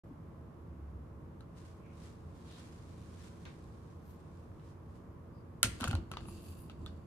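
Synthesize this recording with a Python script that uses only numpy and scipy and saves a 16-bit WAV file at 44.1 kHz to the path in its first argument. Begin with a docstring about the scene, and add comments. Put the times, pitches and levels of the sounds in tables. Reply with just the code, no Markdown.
"""A quiet kitchen hums; a low drone passes, then comes soft rubbing with faint squeaks and far-off knocks.
Close to the stereo microphones a steel portafilter clacks against the group head of a lever espresso
machine. Its lugs rattle into their slots, each contact ringing the steel, and the machine rocks and
shudders on the counter. It is turned tight with a fine hiss of rim on rubber and a few last ticks."""
import sys
import numpy as np
from scipy import signal
from scipy.fft import rfft, irfft, next_fast_len
from scipy.io import wavfile

SR = 44100
rng = np.random.default_rng(int(sys.argv[2]) if len(sys.argv) > 2 else 0)


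def transcribe(u):
    """Save the signal u as a 16-bit wav file named by the first command-line argument.

    u: samples, shape (n,) or (channels, n), limited to [-1, 1]; the rate is SR.
    q: integer samples, one column per channel.
    """
    v = np.clip(np.atleast_2d(u).T, -1, 1)
    q = np.round(v * 32767).astype(np.int16)
    wavfile.write(sys.argv[1], SR, q)


N = 311346
TIME = np.arange(N) / SR
SEATED_DETUNE = .025  # the lugs' changing grip shifts each upper steel mode by up to this share

# dull bumps of the machine and counter: t/s, level/dB, f/Hz
MACHINE_BUMPS = [(0.108, -41.5, 278), (5.642, -35, 228), (5.644, -32.5, 107), (5.662, -38, 240),
                 (5.668, -32.5, 90), (5.727, -40, 72), (5.813, -32, 243), (5.815, -38, 100),
                 (5.848, -35.5, 220), (5.8831, -26, 101.5), (5.887, -34.5, 164), (5.913, -35, 242),
                 (5.937, -23, 87), (5.938, -37, 239), (5.969, -32, 65.5), (6.113, -40, 155),
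                 (6.219, -36, 85.6)]
# how alike the two microphones hear the room and the frame: f/Hz, likeness
ROOM_LIKENESS = [(60, 0.95), (130, 0.94), (290, 0.8), (640, 0.089), (1410, 0.19), (3100, -0.1),
                 (6820, 0.13), (15000, -0.7)]


def portafilter(crack_db, level_db):
    """Steel on steel, close up: the free clack, the rattle of the lugs and the last ticks."""
    # One contact a row; the harder the gasket is pressed, the shorter the ring:
    # t/s, clack/dB, hollow/dB, bowl ring/dB, sparkle/dB (these three relative to the clack),
    # knock/Hz, bowl/Hz, ping/Hz, ping/dB, share of the free ring time
    contacts = [(1.407, -68.5, -8, 1, -10, 900, 1310, 3980, 11, 0.63),
                (5.6298, -28, -14.5, -6.5, 1.5, 624, 1377, 3070, -14, 0.75),
                (5.6398, -47, -4, -14, 4, 650, 1360, 2080, -2, 0.51),
                (5.6553, -47.5, -0.5, -14, -7, 660, 1368, 2080, -4, .45),
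                (5.803, -58, 6, -8, -8, 710, 1430, 2700, -2, 0.45),
                (5.8084, -49, -3.5, -9, -2.5, 1050, 1460, 3180, -2, 0.48),
                (5.8156, -56, -5, 4, -13, 845, 1390, 2690, 2, 0.9),
                (5.8209, -51.5, -12, -9, -9, 960, 1290, 4050, 7, 0.49),
                (5.830, -52, 5, 10, -19, 1020, 1310, 2640, -1, 1),
                (5.841, -41, -5, -2, -6.5, 856, 1140, 3120, -10, 0.26),
                (5.8485, -56.5, 8.5, -3, -16, 700, 1190, 2900, 0, 0.57),
                (5.875, -50.5, 3, 6, -8, 1190, 1380, 2680, 8, 0.89),
                (5.8798, -54, -12, -8, 5, 900, 1370, 4100, -2, 0.39),
                (5.911, -47, -4, -5, -8.5, 700, 1410, 2745, 7, 0.23),
                (5.930, -54.5, 10, 3, -13, 797, 1400, 1880, 1, 0.91),
                (5.9519, -50, 1, -17, -8.5, 1050, 1410, 4130, 3, .6),
                (6.115, -51.5, 0, -.5, -7, 1100, 1320, 2690, 6, 0.92),
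                (6.1367, -56.5, -2, 2.5, -19, 850, 1130, 2420, 4, 0.5),
                (6.17, -49, 1, -2, -19, 1000, 1180, 3590, 4.5, 0.59),
                (6.2063, -64, 1, 0, -18, 900, 1200, 3650, 6, .4),
                (6.255, -67, 4, -5, -17, 900, 1200, 2700, 11, .4),
                (6.285, -65.5, 6.5, 4, -9, 968, 1155, 2480, 6, .97),
                (6.6975, -57.5, -4.5, -8, -22, 850, 1280, 2770, 8, 0.69),
                (6.862, -52, -16, -5, -14, 950, 1237, 3540, 17, 0.52)]
    seated_s = 5.75
    out = np.zeros((2, N))
    for s, clack_db, hollow_db, ring_db, sparkle_db, *tuning in contacts:
        register_db = level_db + clack_db + np.array([hollow_db, ring_db, 0, sparkle_db])
        detune = SEATED_DETUNE * (s > seated_s)
        add(out, s, strike(register_db, *tuning, crack_db, detune))
    return out


def strike(register_db, knock_hz, bowl_hz, ping_hz, ping_db, ring_share, crack_db, detune):
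    """One contact: steel modes over a short crack; where it lands tunes the knock, bowl and ping."""
    # modes of portafilter and group head: f/Hz, level/dB, t60/s, lead at the left microphone/rad
    steel_modes = [(640, -15.5, .05, 3.3), (850, -16.5, .04, 2.5), (975, -13, .05, 1.5),
                   (1080, -11, 0.044, 2), (2030, 5, .015, 2.5), (2680, -15.5, .07, 5),
                   (2874, -1, 0.023, 3.9), (3110, -1, .023, 1.5), (3340, -12.5, 0.061, 2.5),
                   (3860, 8, .011, 3.8), (4430, 4.5, 0.01, 3.5), (4430, -19, .21, -2),
                   (4580, -16, .018, -1.5), (5092, -4, .014, 3.5), (5240, -30, .15, 3),
                   (5600, -12.5, 0.01, -2.3), (5970, 3, .013, 4.5), (6000, -22.5, 0.19, -1),
                   (6840, 0.5, 0.0133, 4.2), (7900, 5.5, 0.007, -1), (8250, -4, 0.012, 5),
                   (8600, -7, .016, -0.5), (8990, -1.5, .015, 4.5), (9743, -1.5, 0.012, -0.1),
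                   (10370, 1.5, .014, 0.5), (10520, -2.5, 0.014, 1), (12661, -4.5, .016, 4.5),
                   (12960, -8, .016, 1.1), (13800, -8, .012, 2), (14104, -7, .015, 0)]
    # steel crack, with a notch filtered out near 12 kHz: f/Hz, density/dB
    crack_spectrum = [(300, 5.5), (650, -3.5), (1000, 0), (1600, 1.5), (2000, 7), (2500, 4), (3000, 7.5),
                      (3700, 4), (4400, 5), (5400, 0.5), (6500, 5), (8100, 4.5), (10300, 0), (11800, -13.5),
                      (13500, -3.5), (15000, -24), (16500, -34.5)]
    # how alike the two microphones hear the metal: f/Hz, likeness
    steel_likeness = [(400, 0.74), (1400, 1), (2400, -0.58), (4500, -0.24), (8000, -0.69), (14000, 0.64)]
    # edges of the low, clack and sparkle registers: f/Hz
    register_hz = [420, 1650, 5500, 17000]
    crack_t60, rise_s = .018, .00046
    t = np.arange(8192) / SR
    ping = [(ping_hz * ratio, ping_db - 4, .03, 1.8) for ratio in (.98, 1.03)]  # columns as steel_modes
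    body = [(knock_hz, -8, .04, .4), (bowl_hz, -1, .052, .4)]
    hz, db, t60, lead = np.transpose(steel_modes + ping + body)[:, :, None]
    shift = detune * rng.uniform(-.89, 1, hz.shape) * (hz > register_hz[1])
    shift[len(steel_modes):] = 0  # ping and body keep their pitch
    angle = 2 * np.pi * hz * (1 + shift) * t  # one blow starts all modes together
    decay = amp(db - 60 * t / (t60 * ring_share))
    ring = np.array([(decay * np.sin(angle + side * lead)).sum(0) for side in (.5, -.5)])
    crack = amp(crack_db - 60 * t / crack_t60) * noise(crack_spectrum, len(t), steel_likeness)
    blow = (ring + crack) * (1 - np.exp(-(t / rise_s) ** 2))
    edges = sorted(register_hz + [.88 * bowl_hz])  # splits the low register into hollow and bowl ring
    out = np.zeros_like(blow)
    for lo, hi, level_db in zip(edges, edges[1:], register_db):
        bandpass = signal.butter(3, [lo, hi], "band", fs=SR, output="sos")
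        band = signal.sosfiltfilt(bandpass, blow, padtype=None)
        attack_rms = np.sqrt(np.mean(band[:, :SR // 50] ** 2))
        out += amp(level_db) * band / attack_rms
    return out


def lugs(level_db=-76, start_s=5.803, end_s=5.94):
    """The lugs scrape in their slots: tiny slips that ring the same steel."""
    train = slips(N, per_s=110, spread_db=3) * (TIME > start_s) * (TIME < end_s)
    ring = strike(level_db + np.array([9, -3, 15, -5]), knock_hz=840, bowl_hz=1350, ping_hz=2700,
                  ping_db=29.5, ring_share=.29, crack_db=5, detune=SEATED_DETUNE)
    return signal.oaconvolve(train[None], ring, axes=1)[:, :N]


def bumps(level_db=-2):
    """The heavy machine rocks on the counter: low swings that build and die."""
    out, t = np.zeros((2, N)), np.arange(SR // 2) / SR
    for s, db, hz in MACHINE_BUMPS:
        swell_s = .0084 * (100 / hz) ** .4  # lower bumps swell more slowly
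        envelope = t / swell_s * np.exp(1 - t / swell_s)
        add(out, s, amp(db + level_db) * envelope * np.sin(2 * np.pi * hz * t))
    return out


def shudder(touch_s=5.6, rise_s=.017, decay_s=.047):
    """Once steel touches the head, the frame shudders after each bump and while the hand leans on it."""
    # the hand's pushes as it tightens: t/s, level/dB, swell/s, ease/s
    pushes = [(6.27, -50.5, 0.14, 0.69), (6.83, -47.5, 0.081, 0.12)]
    # rumble of the frame: f/Hz, density/dB
    frame_spectrum = [(20, -16.5), (40, -1), (75, 6.5), (140, -4), (200, -3), (270, -13.5), (340, -2.5),
                      (450, -32.5), (650, -29), (1200, -37.5), (3000, -72)]
    power = strokes(pushes) ** 2
    for s, db, _ in MACHINE_BUMPS:
        if s > touch_s:
            t = np.maximum(TIME - s, 0)
            envelope = (1 - np.exp(-t / rise_s)) * np.exp(-t / decay_s)
            power += (amp(-25 + .47 * db) * envelope) ** 2  # harder bumps shake it more
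    return np.sqrt(power) * noise(frame_spectrum, next_fast_len(N), ROOM_LIKENESS)[:, :N]


def rim_slide(level_db=-1):
    """A grainy hiss as the rim slides into the slots and round under the gasket."""
    # turns of the handle: t/s, level/dB, swell/s, ease/s
    turns = [(5.8, -58.5, 0.047, 0.069), (6.21, -66, 0.016, .1), (6.33, -64, 0.04, 0.18),
             (6.47, -66.5, 0.24, 0.19), (6.82, -75, 0.045, 0.26)]
    # rim hiss, with a notch filtered out near 12 kHz: f/Hz, density/dB
    slide_spectrum = [(600, -3), (1300, 2), (2000, -2), (2800, 8.5), (3700, 3), (4700, 7), (5600, 0.5),
                      (7600, 7.5), (8600, 0), (10300, 4), (12000, -14.5), (13700, -9), (15000, -31)]
    # steel resonances it excites: f/Hz, width/Hz, lift/dB
    resonances = [(2680, 200, 7), (3700, 200, 5), (4650, 220, 6)]
    hiss = scrape(slide_spectrum, slips_per_s=2500, spread_db=3, peaks=resonances)
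    return amp(level_db) * strokes(turns) * hiss * flutter(depth_db=1.3, grain_s=.008)


def gasket(level_db=-1):
    """Rubber sizzles under the rim as the handle is turned tight."""
    # how hard the gasket drags, in three surges: t/s, level/dB
    effort = [(6.25, -88), (6.275, -72), (6.315, -67), (6.345, -70), (6.39, -72), (6.45, -65), (6.5, -64),
              (6.56, -70), (6.61, -62), (6.66, -72.5), (6.72, -91)]
    # gasket sizzle, with a notch filtered out near 12 kHz: f/Hz, density/dB
    drag_spectrum = [(7000, -24), (8800, -8), (9800, -2), (10800, -1), (11500, -2), (12100, -7),
                     (12800, -2.5), (14200, -2.5), (14800, -28)]
    # steel resonances it excites: f/Hz, width/Hz, lift/dB
    resonances = [(9900, 290, 4.6), (10560, 110, 7)]
    sizzle = scrape(drag_spectrum, slips_per_s=5000, spread_db=2.7, peaks=resonances)
    return amp(level_db) * swell(effort) * sizzle * flutter(depth_db=.8, grain_s=.014)


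def rubbing(level_db=2):
    """Soft strokes of friction as the portafilter is readied."""
    # strokes of the hand: t/s, level/dB, swell/s, ease/s
    rubs = [(1.58, -67, .02, 0.075), (1.67, -69.5, 0.059, .07), (2.055, -65.5, 0.1, 0.071),
            (2.51, -69, 0.17, 0.17), (2.6, -65.5, 0.12, 0.15), (2.745, -69.5, 0.031, 0.036),
            (2.95, -72.5, 0.43, 0.27), (3.26, -65, 0.21, 0.056), (3.42, -73, 0.29, 0.52),
            (3.88, -77, 0.27, 0.094), (4.08, -77, 0.048, 0.18), (4.38, -78.5, 0.19, 0.16),
            (4.695, -71.5, 0.072, 0.028), (4.965, -76.5, 0.074, 0.056)]
    # rubbing noise, with a notch filtered out near 12 kHz: f/Hz, density/dB
    rub_spectrum = [(500, -3), (1400, 3.5), (2600, -0.5), (4000, -1), (6500, -3.5), (10000, -5.5),
                    (12000, -23), (13500, -10), (15000, -58)]
    rub = scrape(rub_spectrum, slips_per_s=5000, spread_db=2.5)
    return amp(level_db) * strokes(rubs) * rub * flutter(depth_db=1.3, grain_s=.011)


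def friction_bands():
    """Brief bands of friction noise: faint squeaks, a rasp and a high hiss."""
    # one band a row: t/s, level/dB, f/Hz, width/Hz, half length/s
    bands = [(1.888, -71.5, 2370, 700, 0.08), (2.55, -64.5, 3640, 1900, 0.073),
             (4.1, -73, 12500, 2400, 0.053), (5.38, -80, 4830, 500, 0.044), (6.288, -59, 10300, 900, 0.021)]
    out, size = np.zeros((2, N)), next_fast_len(N)
    hz = np.fft.rfftfreq(size, 1 / SR)
    for s, db, centre_hz, width_hz, half_s in bands:
        white = rfft(rng.standard_normal((2, size)))
        band = irfft(white * resonance(hz, centre_hz, width_hz), size)[:, :N]
        out += amp(db) * unit(band) * np.exp(-((TIME - s) / half_s) ** 2)
    return out * flutter(depth_db=-1, grain_s=.0054)


def distant_knocks(tick_db=3, tick_t60=.014, reverb_db=-2, rise_s=.0025, ring_s=.034, tail_s=.06):
    """Knocks further off in the room: each a short sharp tick, then its own reverberation."""
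    # faint knocks: t/s, level/dB
    knocks = [(3.4537, -51.5), (4.596, -70.5)]
    # colours of the tick and of its reverberation: f/Hz, density/dB
    tick_spectrum = [(500, -9), (1800, -10), (3300, 13), (5200, -5), (6300, -2), (7500, -24), (15000, -40)]
    reverb_spectrum = [(300, 15), (900, 11), (1700, 10), (2600, 5), (3700, 3), (5000, -3), (7000, -7),
                       (10000, -39), (15000, -42)]
    resonances = [(2320, 250, 7.1), (3730, 230, 4.6), (4340, 160, 1.8)]  # f/Hz, width/Hz, lift/dB
    out, t = np.zeros((2, N)), np.arange(16384) / SR
    bloom = (np.exp(-t / ring_s) + amp(-6) * np.exp(-t / tail_s)) * (1 - np.exp(-t / rise_s))
    for s, db in knocks:
        tick = amp(-60 * t / tick_t60) * noise(tick_spectrum, len(t), likeness=[(1000, .6), (8000, .6)])
        reverb = bloom * noise(reverb_spectrum, len(t), peaks=resonances)
        add(out, s, amp(db + tick_db) * tick + amp(db + reverb_db) * reverb)
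    return out


def kitchen(sound, near_db=-9, near_t60=.11, far_db=-14, build_s=.008):
    """Back at the microphones: single echoes, quick scatter off machine and counter, the room's tail."""
    # reflections from counter and walls: delay/s, level/dB
    echoes = [(.0094, -25), (0.0055, -15), (0.017, -24), (0.033, -51)]
    # decay of the kitchen: f/Hz, t60/s
    decay_times = [(200, 0.43), (1000, 0.59), (3000, 0.43), (4500, 0.42), (7000, 0.34), (14000, 0.29)]
    size = SR // 2
    t = np.arange(size) / SR
    hz, frame_s, white = signal.stft(rng.standard_normal((2, size)), SR, nperseg=256)
    decay = amp(-60 * frame_s / read(decay_times, hz)[:, None])
    far = signal.istft(white * decay, SR, nperseg=256)[1][:, :size]
    # nearby surfaces reach both microphones alike at long wavelengths
    scatter = noise([(500, 1), (1400, -4.5), (4000, -2), (14000, -8)], size,
                    likeness=[(1400, .93), (3000, .076)])
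    near = scatter * amp(-60 * t / near_t60)
    onset = 1 - np.exp(-(t / build_s) ** 2)
    response = (amp(near_db) * unit(near * onset) + amp(far_db) * unit(far * onset)) / np.sqrt(size)
    for delay_s, db in echoes:
        arrivals = round(delay_s * SR) + rng.integers(0, 6, 2)  # one for each microphone
        response[[0, 1], arrivals] += amp(db)
    return signal.fftconvolve(sound, response, axes=1)[:, :N]


def room_tone(air_db=-51.5, waver_rad=.64, waver_s=.15):
    """Rumbling air, an appliance's wavering hum and a passing low drone, a touch louder on the right."""
    # steady air of the room: f/Hz, density/dB
    air_spectrum = [(20, -27), (34, -17), (52, -11), (76, -4.5), (110, -5.5), (190, -11.5), (320, -12.5),
                    (555, -20.5), (800, -24.5), (1100, -25), (1900, -36.5), (4000, -49), (8500, -53.5),
                    (13500, -49), (15200, -80)]
    # its broad resonances: f/Hz, width/Hz, lift/dB
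    resonances = [(79.4, 76, 3.5), (169.3, 41, 6.5), (649, 19, 5.5), (1076, 270, 4.5)]
    # tones of the appliance: f/Hz, level/dB
    hum_tones = [(85.9, -59.5), (235.5, -67.5), (334.6, -68.5), (443, -73), (472, -74.5), (554.6, -74.5)]
    # the drone swells and sinks: t/s, level/dB, f/Hz
    drone_path = [(.55, -72, 74.6), (.66, -51.5, 74.5), (.9, -48.5, 69.1), (1.02, -52, 69.4),
                  (1.2, -67, 67.3)]
    air = amp(air_db) * noise(air_spectrum, next_fast_len(N), ROOM_LIKENESS, resonances)[:, :N]
    hum = np.zeros(N)
    for hz, db in hum_tones:
        walk = np.cumsum(rng.standard_normal(1024))
        drift = np.interp(TIME / waver_s, np.arange(1024), walk)
        hum += amp(db) * np.sin(2 * np.pi * hz * TIME + waver_rad * drift)
    s, _, drone_hz = np.transpose(drone_path)
    drone_phase = 2 * np.pi * np.cumsum(np.interp(TIME, s, drone_hz)) / SR
    drone = swell(drone_path) * np.sin(drone_phase)
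    return (air + np.sqrt(2) * (hum + drone)) * amp([[-.5], [.5]])


def slips(size, per_s, spread_db):
    """Surfaces catch and let go: randomly timed impulses of uneven size."""
    slipping = rng.random(size) < per_s / SR
    return slipping * amp(spread_db * np.clip(rng.standard_normal(size), -2, 2))


def scrape(spectrum, slips_per_s, spread_db, peaks=()):
    """Friction as a dense run of tiny slips ringing the given resonances."""
    size = next_fast_len(N)
    return noise(spectrum, size, peaks=peaks, grains=slips(size, slips_per_s, spread_db))[:, :N]


def flutter(depth_db, grain_s):
    """Random flutter in the gain of a friction sound as the surfaces catch and let go."""
    knots = np.arange(0, 8, grain_s)
    return amp(depth_db * np.interp(TIME, knots, rng.standard_normal(4001)[:len(knots)]))


def strokes(rows, roundness=1.02):
    """Gain of hand strokes that each swell to a peak at their time and ease off; overlaps add in power."""
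    power = np.zeros(N)
    for s, db, swell_s, ease_s in rows:
        away = np.maximum((s - TIME) / swell_s, (TIME - s) / ease_s)
        power += (amp(db) * np.exp(-np.minimum(away, 10) ** roundness)) ** 2
    return np.sqrt(power)


def swell(rows):
    """Gain over time from rows of t/s, level/dB; silent outside them."""
    s, db = np.transpose(rows)[:2]
    return amp(np.interp(TIME, s, db, left=-200, right=-200))


def noise(spectrum, size, likeness=((1, 0), (2, 0)), peaks=(), grains=1):
    """Stereo noise of rms 1 with a colour, left-right likeness and resonances; grains break it up."""
    hz = np.fft.rfftfreq(size, 1 / SR)
    left, other = rfft(rng.standard_normal((2, size)) * grains)
    alike = np.clip(read(likeness, hz), -1, 1)
    right = alike * left + np.sqrt(1 - alike ** 2) * other
    db = read(spectrum, hz) + sum(lift * resonance(hz, f, width) for f, width, lift in peaks)
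    return unit(irfft(np.array([left, right]) * amp(db), size))


def resonance(hz, centre_hz, width_hz):
    """A bell-shaped peak of height 1."""
    return 1 / (1 + (2 * (hz - centre_hz) / width_hz) ** 2)


def read(points, hz):
    """Reads a table on a log-frequency axis."""
    f, value = np.transpose(points)
    return np.interp(np.log(hz + 1), np.log(f + 1), value)


def add(mix, s, sound):
    """Mixes a sound in at time s."""
    part = mix[:, max(round(s * SR), 0):][:, :sound.shape[-1]]
    part += sound[..., :part.shape[1]]


def amp(db):
    """Decibels to gain."""
    return 10 ** (np.asarray(db) / 20)


def unit(x):
    """Scales to rms 1."""
    return x / np.sqrt(np.mean(x ** 2) + 1e-20)


def scene():
    """The machine close to the microphones, the kitchen around it."""
    friction = lugs() + rubbing() + rim_slide() + gasket()
    direct = portafilter(level_db=-1.5, crack_db=1)
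    # the room gathers the steel's sound from all directions, which evens out its modes: more crack
    all_round = portafilter(level_db=-2.5, crack_db=17)
    machine = direct + friction + kitchen(all_round + friction) + bumps() + shudder()
    return machine + distant_knocks() + friction_bands() + room_tone()


def record(dry):
    """The microphones open just after the start; a steep low-pass takes off the highest treble."""
    open_s, fade_s, edge_hz = .035, .004, 16300
    opened = dry * np.clip((TIME - open_s) / fade_s, 0, 1)
    lowpass = signal.firwin(255, edge_hz, window=("kaiser", 9), fs=SR)
    return signal.oaconvolve(opened, lowpass[None], "same")


dry = scene()
out = record(dry)
transcribe(out)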